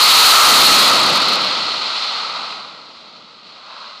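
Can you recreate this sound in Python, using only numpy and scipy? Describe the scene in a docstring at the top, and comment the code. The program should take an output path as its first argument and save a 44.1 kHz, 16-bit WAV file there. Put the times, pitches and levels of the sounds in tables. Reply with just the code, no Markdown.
"""On a carrier deck a fighter is catapulted off on afterburner and recedes; its roar swells once more from afar.
The exhaust is shaped noise: a tearing hiss with crackle, a roar and a rumble, each fluttering with turbulence.
The roar and rumble bounce off the deck, distance takes the treble, and a low drone lies underneath.
All the jet sound rings in a camera housing; the blast overloads the microphone during the first second."""
import sys
import numpy as np
from scipy import signal
from scipy.fft import rfft, irfft
from scipy.io import wavfile

SR = 44100
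rng = np.random.default_rng(int(sys.argv[2]) if len(sys.argv) > 2 else 0)


def store_pcm(level_fs):
    """Save levels as 16-bit WAV."""
    pcm = np.round(np.clip(level_fs, -1, 1) * 32767).astype(np.int16)
    wavfile.write(sys.argv[1], SR, np.atleast_2d(pcm).T)


N = 176400
TIME = np.arange(N) / SR  # s
HZ = np.fft.rfftfreq(N, 1 / SR)


def jet():
    """The exhaust parts and the far swell add up, all shaken by the same gusts."""
    shared_flutter_db = 0.42  # rms
    exhaust = hiss() + off_deck(roar() + rumble()) + swell()
    return exhaust * amp(shared_flutter_db * flutter())


# Hiss loudness before its trim: (time [s], level [dB])
HISS_CURVE = [(0, -6.5), (0.25, -2), (0.55, -3.5), (0.85, -7.5), (0.95, -12), (1.18, -14.5), (1.4, -18),
              (1.7, -21.5), (1.9, -22.5), (2.05, -21.5), (2.3, -26.5), (2.52, -29.5), (2.62, -34.5),
              (2.78, -40.2), (3, -41), (3.2, -43), (3.42, -44), (3.48, -41), (3.62, -41.5), (3.85, -36.5),
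              (4, -40)]
# Hiss colour, relative: (frequency [Hz], density [dB per Hz])
HISS_SPECTRUM = [(700, -27), (1400, -7.5), (2000, -1.5), (3200, 2.5), (4900, -0.5), (5900, -9.5),
                 (7500, -14), (9500, -20.5), (12000, -29), (15000, -44.5)]


def hiss():
    """Fine turbulence at the nozzles tears the air, with shock crackle mixed into it."""
    trim_db, flutter_db = 0.5, 0.44
    crackle_db = -10  # against the fine noise, before colouring
    drive = rng.standard_normal(N) + amp(crackle_db) * crackle()
    return amp(trim_db) * turbulence(drive, HISS_SPECTRUM, HISS_CURVE, flutter_db)


def crackle():
    """Small shock fronts of uneven strength arrive at random as single-sample clicks."""
    shocks_per_s, spread_db = 1600, -0.5
    size = amp(spread_db * np.minimum(rng.exponential(1, N), 4))
    arrives = rng.random(N) < shocks_per_s / SR
    return unit(size * arrives)


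# Roar loudness before its trim: (time [s], level [dB])
ROAR_CURVE = [(0, -15), (.15, -13.5), (.35, -5.5), (.52, -6.5), (.66, -11), (.85, -13.5), (1.24, -20.5),
              (1.5, -25.5), (1.8, -29.5), (2.02, -29.5), (2.35, -29), (2.54, -33.5), (2.63, -38),
              (2.9, -45.5), (3.38, -50), (3.6, -45), (4, -45.5)]
# Roar colour, relative: (frequency [Hz], density [dB per Hz])
ROAR_SPECTRUM = [(150, -60), (450, -8), (650, -3), (900, 2.5), (1350, 2), (1700, -10), (2500, -6),
                 (12000, -97)]
ROAR_FLUTTER_DB = 0.48  # rms, shared with the far swell


def roar():
    """Larger eddies in the plume radiate the middle of the sound."""
    trim_db = 4.2
    return amp(trim_db) * turbulence(rng.standard_normal(N), ROAR_SPECTRUM, ROAR_CURVE, ROAR_FLUTTER_DB)


# Rumble loudness before its trim, strongest as the tail turns to the microphone: (time [s], level [dB])
RUMBLE_CURVE = [(0, -38), (0.299, -34), (.55, -24), (.7, -23.5), (.9, -28), (1.12, -29), (1.4, -36),
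                (1.65, -39.5), (1.78, -42.5), (2, -49.5), (2.38, -48), (2.65, -51), (2.95, -55.5),
                (3.3, -57), (3.6, -59), (4, -62)]
# Rumble colour, relative: (frequency [Hz], density [dB per Hz])
RUMBLE_SPECTRUM = [(20, -25), (60, -22), (130, -1), (210, 2.5), (290, -1), (400, -4.5), (650, -3.5),
                   (1000, -14.5), (2000, -40), (9000, -93)]


def rumble():
    """The low end of the exhaust noise, with the deepest flutter."""
    trim_db, flutter_db = 11, 1.15
    return amp(trim_db) * turbulence(rng.standard_normal(N), RUMBLE_SPECTRUM, RUMBLE_CURVE, flutter_db)


# Far swell as the jet climbs off the bow: (time [s], level [dB])
SWELL_CURVE = [(3.4, -64.5), (3.62, -48), (3.69, -36.5), (3.84, -34.5), (4, -44.5)]
# Far swell colour, relative: (frequency [Hz], density [dB per Hz])
SWELL_SPECTRUM = [(200, -38), (420, -13.5), (560, -0.5), (740, -6.5), (1050, 6), (1300, -1), (1570, -1),
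                  (1950, -20), (2600, -8), (9000, -70.5)]


def swell():
    """A late return of roar with its own colour, from the climbing jet."""
    return turbulence(rng.standard_normal(N), SWELL_SPECTRUM, SWELL_CURVE, ROAR_FLUTTER_DB)


def turbulence(drive, spectrum, curve, flutter_db):
    """One part of the exhaust noise, fluttering about its level curve."""
    fluttering = drive * amp(flutter_db * flutter())
    level_db = np.interp(TIME, *np.transpose(curve))
    return through_housing(fluttering, spectrum) * amp(level_db)


def flutter():
    """Random wavering of rms 1 over the range of eddy rates."""
    slow_hz, fast_hz = 4.1, 130.3
    slow_ratio = (HZ / slow_hz) ** 2
    above_slow = slow_ratio / (1 + slow_ratio)
    below_fast = 1 / (1 + (HZ / fast_hz) ** 2)
    weight = above_slow * below_fast / np.sqrt(HZ + 1)
    return unit(irfft(rfft(rng.standard_normal(N)) * weight, N))


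# Resonances and notches of the camera housing: (centre [Hz], width [Hz], gain [dB])
HOUSING_MODES = [(614, 72, 1), (1271, 184, 7), (1470, 72, -1), (1803, 170, -7), (1920, 180, 3.5),
                 (2286, 45, -6.5), (3880, 410, 3), (4270, 730, 9.5), (5140, 110, 0), (5460, 131, 0)]


def through_housing(x, spectrum):
    """Gives x its spectrum and the ring of the housing, at rms 1."""
    ring_db = sum(gain / (1 + (2 * (HZ - centre) / width) ** 2) for centre, width, gain in HOUSING_MODES)
    return unit(coloured(x, read(spectrum) + ring_db))


def off_deck(x):
    """A bounce off the deck hollows the sound; its lag and strength shrink as the jet leaves."""
    start_lag_s, start_gain, fade_s = 0.00096, 0.45, 0.57
    near = np.exp(-TIME / fade_s)
    lag = start_lag_s * (1 + near) / 2  # shrinks towards half
    bounce = np.interp(TIME - lag, TIME, x)
    return x + start_gain * near * bounce


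def through_air(x):
    """The growing distance takes away treble."""
    edge_hz, loss_db_per_s = 7050, 5
    low_pass = signal.butter(2, edge_hz, fs=SR, output="sos")
    dull = signal.sosfiltfilt(low_pass, x)
    treble = x - dull
    return dull + treble * amp(-loss_db_per_s * TIME)


# Drone colour, relative: (frequency [Hz], density [dB per Hz])
DRONE_SPECTRUM = [(20, -21.5), (70, -18.5), (110, -11), (170, -3.5), (212, 2), (260, -10), (340, -16),
                  (1000, -38), (6000, -91)]


def drone():
    """A steady narrow band of low noise, likely the ship's machinery, that shows once the jet is far."""
    level_db = -49.5
    return amp(level_db) * unit(coloured(rng.standard_normal(N), read(DRONE_SPECTRUM)))


def amp(db):
    """Decibels to gain."""
    return 10 ** (np.asarray(db) / 20)


def unit(x):
    """Scales to rms 1."""
    return x / np.sqrt(np.mean(x ** 2) + 1e-20)


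def read(spectrum):
    """The dB of a spectrum at every frequency, interpolated over log frequency."""
    hz, db = np.transpose(spectrum)
    return np.interp(np.log(HZ + 1), np.log(hz), db)


def coloured(x, colour_db):
    """Causal minimum-phase filter with the given gain at every frequency."""
    cepstrum = irfft(np.log(amp(colour_db)), N)
    causal = cepstrum * (1 + np.sign(np.fft.fftfreq(N)))  # folded onto positive time
    impulse = irfft(np.exp(rfft(causal)), N)[:SR // 10]
    return signal.fftconvolve(x, impulse)[:N]


def scene():
    """The jet over the drone of the deck, in mono."""
    return (through_air(jet()) + drone())[None]


# Recorder tone after the overload, bass cut and treble lift: (frequency [Hz], gain [dB])
RECORDER_TONE = [(30, -10), (140, -14), (450, -4), (1000, -3), (4500, 0.5), (6000, 0), (9000, -1),
                 (15000, 0.5)]


def record(dry):
    """The microphone clips with a narrow knee; then come the recorder's tone and band limit."""
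    clip_level, knee = 0.44, 17  # full swing; hardness of the limit
    band_edge_hz = 15280
    swing = signal.resample_poly(dry[0], 2, 1) / clip_level  # clipped at twice the rate against aliasing
    limited = clip_level * swing / (1 + abs(swing) ** knee) ** (1 / knee)
    clipped = signal.resample_poly(limited, 1, 2)
    toned = coloured(clipped, read(RECORDER_TONE))
    band_limit = signal.firwin(1023, band_edge_hz, window=("kaiser", 9), fs=SR)
    return signal.oaconvolve(toned, band_limit, "same")[None]


dry = scene()
out = record(dry)
store_pcm(out)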